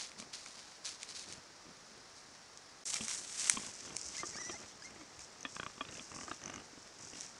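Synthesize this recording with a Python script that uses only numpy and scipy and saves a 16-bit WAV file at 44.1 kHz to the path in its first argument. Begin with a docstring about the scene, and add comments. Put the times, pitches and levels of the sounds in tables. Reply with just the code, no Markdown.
"""A forest at night: wild boars root through dry leaves close to a trail camera that hisses steadily.
Snouts and hooves brush and crush the leaves, snap twigs and thud softly in the soil. The sow growls and
grunts: her throat flaps slowly, and each pulse rings in her chest, mouth and snout. A young boar gives
thin, wavering squeals and rattling squeaks. Once, the sound drops out for an instant."""
import sys
import numpy as np
from scipy import signal
from scipy.fft import rfft, irfft, next_fast_len
from scipy.io import wavfile
from scipy.ndimage import uniform_filter1d, map_coordinates

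SR = 44100
rng = np.random.default_rng(int(sys.argv[2]) if len(sys.argv) > 2 else 0)


def persist_wave(psi):
    """Save psi, clipped to +-1, as 16-bit WAV."""
    counts = np.round(np.clip(psi, -1, 1) * 32767).astype(np.int16)
    wavfile.write(sys.argv[1], SR, np.atleast_2d(counts).T)


N = 325899
DIP_START_S, DIP_END_S = 2.838, 2.854  # the brief dropout; the herd is far before it and near after it


def rustling_leaves():
    """Leaves rustle far off, then brightly beside the camera, then softly under the feeding animals."""
    # sweeps of a snout or hoof: (time [s], length [s], rise [s], brushing [dB], crushing [dB])
    strokes = [(0.0, 0.033, .01, -43.5, -47), (0.184, 0.022, .008, -51.5, -58),
               (0.336, .012, 0.0062, -46, -49.5), (0.39, 0.22, .01, -55, -60.5),
               (0.575, .025, .01, -54.5, -55), (0.64, 0.13, .02, -59.5, -61.5),
               (0.848, .012, .002, -45.5, -51), (0.859, .035, 0.0099, -42.5, -48),
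               (1.005, 0.048, .012, -53.5, -55), (1.093, 0.0091, .008, -46.5, -51),
               (1.153, 0.075, .007, -46.5, -52.5), (1.285, 0.047, 0.022, -51, -57),
               (2.165, .012, 0.013, -54.5, -72), (2.853, 0.12, .004, -39.5, -51.5),
               (2.935, 0.024, 0.018, -38.5, -41), (3.01, 0.17, 0.017, -44.5, -50),
               (3.094, 0.032, 0.014, -40, -45.5), (3.136, 0.056, .015, -42, -54),
               (3.213, 0.085, .02, -49.5, -56), (3.297, 0.058, .015, -45.5, -51),
               (3.392, 0.14, 0.033, -38.5, -44), (3.556, 0.13, 0.016, -47, -51),
               (3.74, .18, .03, -50.5, -56), (3.97, 0.13, 0.033, -48, -60),
               (4.144, 0.047, 0.059, -45.5, -52), (4.263, 0.016, 0.019, -41, -56.5),
               (4.317, 0.23, .02, -50, -60.5), (4.585, 0.12, .03, -55.5, -60.5),
               (4.84, .015, 0.013, -53.5, -70), (5.214, 0.02, .025, -51.5, -62),
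               (5.506, 0.079, 0.047, -53.5, -71), (5.617, 0.39, .03, -59, -64),
               (5.921, 0.18, 0.023, -53, -63), (6.163, 0.079, 0.028, -49, -68),
               (6.28, 0.091, .02, -55, -59.5), (7.01, 0.11, 0.033, -54.5, -70),
               (7.193, 0.052, 0.047, -48, -56), (7.26, 0.053, .02, -56, -64)]
    # tone of far, near, soft and crushed leaves: (frequency [Hz], level [dB])
    far_tone = [(2060, -23.5), (3500, -12), (4070, -3), (6470, -2.5), (8440, -10.5), (9510, -11.5),
                (10600, -20.5), (12200, -54), (15800, -68), (22000, -120)]
    near_tone = [(2500, -28), (4000, -10.5), (4900, -6.5), (5600, 1.5), (6700, 1.5), (7500, 0), (8300, 0),
                 (9200, -6), (10100, -10.5), (11200, -19), (12200, -31), (15000, -65)]
    soft_tone = [(2500, -57), (4200, -11.5), (5100, 2), (5700, 5.5), (6600, 3), (7500, 0.5), (8400, -3),
                 (9300, -12.5), (10700, -19), (12200, -31), (15000, -69)]
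    crushed_tone = [(150, -16), (500, -10.5), (1200, -4), (2200, 0.5), (3800, 0.5), (5000, 1.5),
                    (7000, -17.5)]
    far = coloured(crackle(per_second=3000, spread_db=5.5, blur=0.66), far_tone)
    near = coloured(crackle(per_second=1500, spread_db=2, blur=0.68), near_tone)
    soft = coloured(crackle(per_second=1500, spread_db=5, blur=0.72), soft_tone)
    crushed = coloured(crackle(per_second=1200, spread_db=4, blur=0.74), crushed_tone)
    t = clock(N)
    softness = np.interp(t, [3.55, 3.8], [0, 1])
    brushed = np.where(t < DIP_START_S, far, np.sqrt(1 - softness) * near + np.sqrt(softness) * soft)
    clumps = amp(1.6 * wobble(110))  # leaves give way in small clumps
    s, length, rise, brush_db, crush_db = np.transpose(strokes)
    # between strokes the herd keeps shuffling quietly
    brush = swells(zip(s, length, rise, brush_db), fade_s=0.041, sag_db=1.5, far_db=-65, near_db=-62)
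    crush = swells(zip(s, length, rise, crush_db), fade_s=0.041, sag_db=1.5, far_db=-70.5, near_db=-66)
    return clumps * (amp(-1.44) * brush * brushed + amp(-2) * crush * crushed)


def twigs(break_s=0.0053, scatter_s=0.022, scatter_db=-24, dulling=0.78):
    """Each snap is a sharp break, a brief tearing of fibres and a faint scatter from the ground."""
    # twigs and dry leaves snapping: (time [s], level [dB], woody body against the crack [dB])
    snaps = [(0.1164, -40.5, 0), (0.1998, -34, -7), (0.338, -42, -15), (0.4604, -35.5, 0.5),
             (0.8669, -40, -15), (1.0306, -27.5, -6), (1.3244, -30.5, -9), (2.5735, -34.5, -29),
             (2.901, -24, -14), (2.9413, -18.5, -15), (2.9567, -30, -3.5), (2.9664, -28, -4),
             (3.036, -30, -19), (3.0815, -22.5, -8.5), (3.112, -31, -1), (3.4728, -27, -4.5),
             (3.4969, -6, -9.5), (3.6644, -29.5, -15), (3.715, -37, -23), (3.9659, -19.5, -19),
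             (4.0133, -27.5, -31), (4.0632, -33.5, -27), (4.1807, -28, -11), (4.1844, -46, -2),
             (5.192, -35, -11), (5.5523, -34, -14), (6.1476, -35, -23), (6.346, -40, -22),
             (6.8748, -44, -11), (7.208, -27, -31)]
    # how a twig's bright crack and woody body ring: (frequency [Hz], width [Hz], level [dB])
    crack_tones = [(6020, 1260, 4), (6960, 1200, 5), (8270, 1850, 4), (10290, 1800, -4.5)]
    body_tones = [(1290, 390, 7.5), (2230, 370, 14), (3900, 940, 3)]
    out, t = np.zeros(N), clock(SR // 12)
    loudest = max(row[1] for row in snaps)
    fade = amp(-60 * t / break_s) + amp(scatter_db - 60 * t / scatter_s)
    for s, db, body_db in snaps:
        tear = rng.standard_normal(len(t)) * fade
        tear[0] = 3  # the break itself
        treble_db = max(dulling * (db - loudest), -16)  # faint snaps lie further off and sound duller
        crack = resonate(tear, crack_tones)
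        crack = filtered(crack, lambda hz: amp(np.interp(hz, [7000, 10000], [0, treble_db])))
        body = resonate(tear, body_tones)
        snap = crack / np.linalg.norm(crack) + amp(body_db + 1.5) * body / np.linalg.norm(body)
        add(out, s + 0.00076, amp(db + 9) * snap)
    return out


def grunts(croak_ring_s=0.016):
    """The sow's vocal folds flap so slowly that each pulse rings chest, mouth and snout on its own."""
    # single strong throat pulses: (time [s], chest [dB], mouth [dB], snout [dB], ring time [s])
    strong_pulses = [(3.0081, -45, -56, -47, 0.021), (3.5717, -45, -45, -45.5, 0.026),
                     (4.1494, -63, -63, -56.5, 0.02), (4.2315, -44, -43, -59, 0.046),
                     (4.4949, -44, -49, -51.5, 0.033), (5.011, -73, -59.5, -66, 0.021),
                     (5.4501, -46.5, -44, -44, 0.043), (5.808, -46, -41.5, -44, 0.041),
                     (5.9941, -60, -60, -51, 0.01), (6.2798, -52, -47.5, -67, 0.039),
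                     (6.313, -46.5, -43, -51.5, 0.03)]
    # slow runs of pulses: (start [s], end [s], rough rate [Hz], chest [dB], mouth [dB], snout [dB])
    croaks = [(0.198, 0.224, 38, -50, -57, -55), (1.666, 1.714, 39, -58, -65.5, -71),
              (3.54, 3.596, 34, -50.5, -61, -59), (3.6336, 3.669, 28, -49.5, -53, -56.5),
              (3.877, 3.9325, 36, -52.5, -60.5, -59), (4.354, 4.415, 31, -52.5, -52, -65),
              (4.591, 4.632, 23, -59, -65, -64), (5.5645, 5.664, 30, -51, -46, -51.5),
              (5.699, 5.778, 13, -54, -57.5, -63), (5.85, 5.924, 27.5, -74, -59.5, -55),
              (5.951, 5.97, 49, -56, -64, -53), (6.116, 6.234, 43, -55, -53.5, -59),
              (6.416, 6.5996, 49, -57.5, -58, -59), (6.731, 6.775, 29, -54, -68, -78),
              (7.134, 7.152, 50, -59, -75, -62.5)]
    # where her airway rings: (time [s], chest [Hz], mouth [Hz], tongue [Hz], tongue [dB], snout [Hz])
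    airway = [(3.01, 234, 1150, 1800, -10, 3250), (3.57, 222, 1060, 1760, -19, 3190),
              (4.23, 353, 1210, 1830, -4, 3200), (4.5, 338, 1190, 1950, -14, 3200),
              (5.45, 266, 1190, 1776, 10, 3320), (5.565, 190, 1180, 1590, 5, 3400),
              (5.63, 169, 1134, 1390, 6.5, 3250), (5.7, 171, 1170, 1410, -8, 3370),
              (5.81, 273, 1143, 1790, -8.5, 3280), (5.9, 266, 1330, 1700, 5, 3830),
              (6.15, 238, 1095, 1460, -24, 2550), (6.28, 330, 1240, 1540, 3, 3220),
              (6.313, 338, 1225, 1670, -4, 3740), (6.46, 300, 1236, 1500, 2, 2855)]
    # the tones of each hollow: (frequency [x its own], level [dB], ring time [x the pulse's])
    chest_tones = [(1.0, 14, 1.38), (1.45, -23, .8)]
    mouth_tones = [(.57, -3.5, 0.9), (.88, -23, 1.4), (1.0, 5, 1.02)]
    snout_tones = [(.75, 3, 0.94), (.85, 0, 0.94), (1.0, 2, 1.3), (1.12, -2.5, 0.49)]
    out = np.zeros(N)
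    times, *shape = np.transpose(airway)
    pulses = list(strong_pulses)
    for start, end, rate_hz, chest_db, mouth_db, snout_db in croaks:
        for s, db in pulse_run(start, end, rate_hz, taper_db=3):
            pulses.append((s, chest_db + db, mouth_db + db, snout_db + db, croak_ring_s))
    for s, chest_db, mouth_db, snout_db, ring_s in pulses:
        chest_hz, mouth_hz, tongue_hz, tongue_db, snout_hz = (np.interp(s, times, col) for col in shape)
        tongue_tone = (tongue_hz / mouth_hz, tongue_db, 1)
        chest = amp(chest_db - 3.7) * ringing(chest_tones, chest_hz, ring_s, rise_s=0.0028)
        mouth = amp(mouth_db) * ringing(mouth_tones + [tongue_tone], mouth_hz, ring_s, rise_s=0.00059)
        snout = amp(snout_db) * ringing(snout_tones, snout_hz, ring_s, rise_s=0.00032)
        add(out, s, chest + mouth + snout)
    soft_tissue = signal.butter(6, 4300, fs=SR, output="sos")  # swallows the treble
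    return signal.sosfilt(soft_tissue, out)


def ringing(tones, hollow_hz, ring_s, rise_s, roughness=0.43):
    """One pulse sets the air in a hollow ringing with a few rough, fading tones."""
    t = clock(SR // 10)
    ring = np.zeros(len(t))
    for multiple, db, life in tones:
        flutter = unit(uniform_filter1d(rng.standard_normal(len(t)), size=80))
        hz = hollow_hz * multiple * (1 + 0.008 * rng.normal())
        fade = amp(db + rng.normal() - 60 * t / (ring_s * life))
        ring += fade * np.sin(2 * np.pi * hz * t) * (1 + roughness * flutter)
    ring *= 1 - np.exp(-t / rise_s)
    return ring / np.sqrt(np.mean(ring[:SR // 50] ** 2))  # strength 1 over the first 20 ms


def growl(rate_hz=36, jitter=0.25, decay=7.8, blur=0.45, rise_s=0.034):
    """The throat flutters unevenly: a low growl with a hoarse edge."""
    # growls that rise above the herd's faint muttering: (time [s], length [s], level [dB])
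    growls = [(0.173, 0.1, -62.5), (1.29, .09, -60.5), (1.654, 0.064, -65.5), (1.93, 0.073, -64.5),
              (2.995, .045, -59.5), (3.12, 0.12, -63.5), (3.532, 0.18, -60), (3.86, 0.1, -57),
              (4.05, .06, -61.5), (4.208, .025, -60), (4.296, 0.13, -58.5), (4.473, .07, -57),
              (4.61, 0.036, -57), (4.88, 0.13, -59.5), (5.418, 0.025, -62), (5.603, 0.12, -63.5),
              (5.88, .13, -57.5), (6.12, .2, -58.5), (6.44, .17, -56.5), (6.74, 0.049, -65),
              (6.995, 0.074, -60.5), (7.122, 0.15, -62)]
    # tone of the low and the hoarse part: (frequency [Hz], level [dB])
    low_tone = [(35, -23), (80, -3), (140, -3), (250, -1), (380, -3.5), (550, -7.5), (900, -15.5),
                (2000, -50)]
    hoarse_tone = [(300, -17), (600, -2), (1200, -4), (1800, -0.5), (2400, -5.5), (3000, -8), (3800, -40),
                   (6000, -43)]
    cycle = np.cumsum(rate_hz * np.exp(jitter * wobble(25))) / SR % 1
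    puffs = unit(blur + np.exp(-decay * cycle))
    low = coloured(puffs * rng.standard_normal(N), low_tone)
    hoarse = coloured(puffs * rng.standard_normal(N), hoarse_tone)
    events = [(s, length, rise_s, db) for s, length, db in growls]
    effort = swells(events, fade_s=0.035, sag_db=0.5, far_db=-70, near_db=-66.5)
    return effort * (low + amp(-3) * hoarse)


def hums(pitch_fall=0.21, octave_db=-12):
    """Short, soft grunts swell and fade while their pitch sinks."""
    # grunts with a clear note: (time [s], length [s], pitch [Hz], level [dB])
    notes = [(0.169, 0.049, 204, -56), (1.657, 0.087, 191.4, -58), (2.988, 0.085, 229, -48),
             (3.555, 0.049, 195, -51), (4.524, 0.046, 774, -49), (4.988, 0.053, 306, -53)]
    out = np.zeros(N)
    for s, length, hz, db in notes:
        progress = np.linspace(0, 1, int(length * SR))
        pitch = hz * (1 - pitch_fall * (progress - 0.5) + 0.04 * wobble(88)[:len(progress)])
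        phase = 2 * np.pi * np.cumsum(pitch) / SR
        voice = np.sin(phase) + amp(octave_db) * np.sin(2 * phase)
        add(out, s, amp(db - 8) * unit(np.sin(np.pi * progress) * voice))
    return out


def squeals(jitter=0.0088):
    """The young boar's thin, whistling voice rings in its snout at about three times its pitch."""
    # one list of points for each squeal: (time [s], pitch [Hz], level [dB])
    calls = [
        [(4.146, 1990, -62), (4.16, 2190, -55), (4.168, 2440, -58)],
        [(4.168, 1590, -53), (4.19, 2045, -49.5), (4.205, 2100, -44.5), (4.22, 2110, -56), (4.232, 2010, -58)],
        [(4.293, 2090, -69), (4.316, 2075, -66), (4.342, 1845, -55), (4.358, 1950, -64)],
        [(4.335, 2220, -64), (4.348, 2240, -48), (4.362, 2380, -59)],
        [(4.365, 1530, -51), (4.385, 1837, -52), (4.4, 1987, -52), (4.414, 2003, -52), (4.436, 1860, -53),
         (4.467, 2016, -53), (4.485, 1963, -55), (4.5, 1995, -55), (4.525, 1780, -55), (4.548, 2040, -56),
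         (4.57, 2090, -53)],
        [(4.822, 1584, -52), (4.84, 1870, -61), (4.854, 2110, -53), (4.872, 2136, -55), (4.886, 2160, -68)],
        [(5.003, 1930, -64), (5.017, 2220, -53), (5.028, 2340, -67)],
    ]
    # how the airway lifts or weakens the voice's tones: (frequency [Hz], level [dB])
    airway_tone = [(1500, -3.5), (2100, 0.5), (3000, -16), (4000, -12.5), (4600, -3), (5100, 0.5),
                   (5900, 6.5), (6400, -6), (7200, -9), (8200, -24), (9500, -30)]
    out, t = np.zeros(N), clock(N)
    waver, shimmer = 1 + jitter * wobble(300), amp(1.7 * wobble(160))
    airway_hz, airway_db = np.transpose(airway_tone)
    for call in calls:
        s, hz, db = np.transpose(call)
        on = (t > s[0]) & (t < s[-1])
        pitch = uniform_filter1d(np.interp(t[on], s, hz), size=400) * waver[on]
        phase = 2 * np.pi * np.cumsum(pitch) / SR
        voice = sum(amp(np.interp(k * pitch, airway_hz, airway_db)) * np.sin(k * phase)
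                    for k in range(1, 5))
        out[on] += amp(np.interp(t[on], s, db) + 1.5) * shimmer[on] * voice
    return out


def rattling_squeaks(ring_hz=6200, rise_s=0.00063):
    """A squeak breaks into separate pulses, each ringing the young boar's snout with a high ping."""
    # runs of pings: (start [s], end [s], level [dB])
    squeaks = [(5.408, 5.4296, -35), (5.932, 5.972, -39.5), (6.417, 6.5004, -35.5), (6.541, 6.56, -30)]
    out, t = np.zeros(N), clock(SR // 50)
    swell = t / rise_s * np.exp(1 - t / rise_s)
    for start, end, run_db in squeaks:
        for s, db in pulse_run(start, end, rate_hz=49, taper_db=7.5):
            ping = np.sin(2 * np.pi * ring_hz * (1 + 0.031 * rng.normal()) * t)
            grit = 1 + 0.5 * unit(uniform_filter1d(rng.standard_normal(len(t)), size=30))
            add(out, s, amp(run_db + db) * swell * ping * grit)
    return out


def hooves(rise_s=0.018):
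    """A hoof sinks into soft soil with a dull, low thud."""
    # footfalls: (time [s], level [dB])
    thuds = [(1.3, -70), (4.05, -63), (5.165, -61)]
    weight, t = np.zeros(N), clock(SR // 4)
    soil = coloured(rng.standard_normal(N), [(30, -16), (60, 8), (110, -7), (170, -10), (400, -33)])
    for s, db in thuds:
        add(weight, s, amp(db) * t / rise_s * np.exp(1 - t / rise_s))
    return weight * soil


def forest_echo(x, ring_s=0.15):
    """Trunks and ground scatter the sound back as a short echo."""
    t = clock(SR // 3)
    tail = rng.standard_normal(len(t)) * amp(-60 * t / ring_s) * (t > 0.003)
    return signal.fftconvolve(x, tail / np.linalg.norm(tail))[:N]


def hiss(level_db=-58.36):
    """The steady noise of the camera's microphone."""
    # tone of the hiss: (frequency [Hz], level [dB])
    hiss_tone = [(15, -35), (28, -6), (80, -7), (250, -4), (600, -2), (1200, -1.5), (2000, -5.5),
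                 (3000, -11), (4000, -8), (5500, -2), (6600, -7.5), (8500, -16), (10000, -22), (12200, -35),
                 (15000, -68)]
    return amp(level_db) * coloured(rng.standard_normal(N), hiss_tone)


def crackle(per_second, spread_db, blur):
    """Tiny cracks of uneven size over a blur of countless smaller ones."""
    size = amp(spread_db * np.minimum(rng.exponential(size=N), 4))
    grains = (rng.random(N) < per_second / SR) * size * rng.choice([-1, 1], N)
    return unit(grains) + blur * rng.standard_normal(N)


def swells(events, fade_s, sag_db, far_db, near_db):
    """A volume curve: each event rises, sags a little and fades to the far or near herd's quiet level."""
    t = clock(N)
    gain = amp(np.where(t < DIP_START_S, far_db, near_db))
    for s, length, rise_s, db in events:
        rise = np.exp(np.minimum(t - s, 0) / rise_s)
        hold = amp(db - sag_db * (np.clip((t - s) / length, 0, 1) - 0.5))
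        fall = np.exp(-np.maximum(t - s - length, 0) / fade_s)
        gain = np.maximum(gain, rise * hold * fall)
    return gain


def pulse_run(start, end, rate_hz, taper_db, scatter_db=3):
    """Evenly spaced pulses that tend to be weaker at both ends: (time [s], level [dB])."""
    gaps = max(round((end - start) * rate_hz), 1)
    progress = np.linspace(0, 1, gaps + 1)
    levels = scatter_db * rng.standard_normal(gaps + 1) - taper_db * (2 * progress - 1) ** 2
    return zip(start + progress * (end - start), levels)


def amp(db):
    """Turn decibels into a volume factor."""
    return 10 ** (np.asarray(db) / 20)


def unit(x):
    """Scale to an average strength (rms) of 1."""
    return x / np.sqrt(np.mean(x ** 2) + 1e-20)


def clock(count):
    """The time in seconds of each sample."""
    return np.arange(count) / SR


def wobble(rate):
    """A smooth curve through `rate` random points a second."""
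    return map_coordinates(rng.standard_normal(int(N * rate / SR) + 4), [clock(N) * rate])


def filtered(x, response):
    """Turn each frequency in x up or down by response(frequency)."""
    size = next_fast_len(len(x) + 8192)
    return irfft(rfft(x, size) * response(np.fft.rfftfreq(size, 1 / SR)), size)[:len(x)]


def coloured(x, tone):
    """Shape x by (frequency [Hz], level [dB]) points, at strength 1."""
    f, db = np.transpose(tone)
    return unit(filtered(x, lambda hz: amp(np.interp(np.log(hz + 1), np.log(f), db))))


def resonate(x, tones):
    """Let x ring at each (frequency [Hz], width [Hz], level [dB])."""
    return filtered(x, lambda f: sum(
        (-1) ** k * amp(db) * 1j * f * width / (hz * hz - f * f + 1j * f * width)
        for k, (hz, width, db) in enumerate(tones)))


def add(track, s, sound):
    """Mix a sound into a track at s seconds."""
    part = track[max(round(s * SR), 0):][:len(sound)]
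    part += sound[:len(part)]


def scene():
    """Voices and snaps with a faint echo, over growls, thuds, rustle and hiss."""
    near = grunts() + hums() + squeals() + rattling_squeaks() + twigs()
    return (near + amp(-18.5) * forest_echo(near) + growl() + hooves() + rustling_leaves() + hiss())[None]


def record(dry, top_hz=15700):
    """The sound drops out for an instant; the camera cuts the highest treble, leaving a faint fizz."""
    t = clock(N)
    in_dip = (t > DIP_START_S) & (t < DIP_END_S)
    volume = uniform_filter1d(np.where(in_dip, amp(-27.5), 1), size=90)
    dull = filtered(dry[0] * volume, lambda hz: amp(np.interp(hz, [10300, 12000, 12800], [0, -7, -45])))
    fizz = amp(-85) * rng.standard_normal(N)
    return filtered(dull + fizz, lambda hz: hz < top_hz)[None]


dry = scene()
out = record(dry)
persist_wave(out)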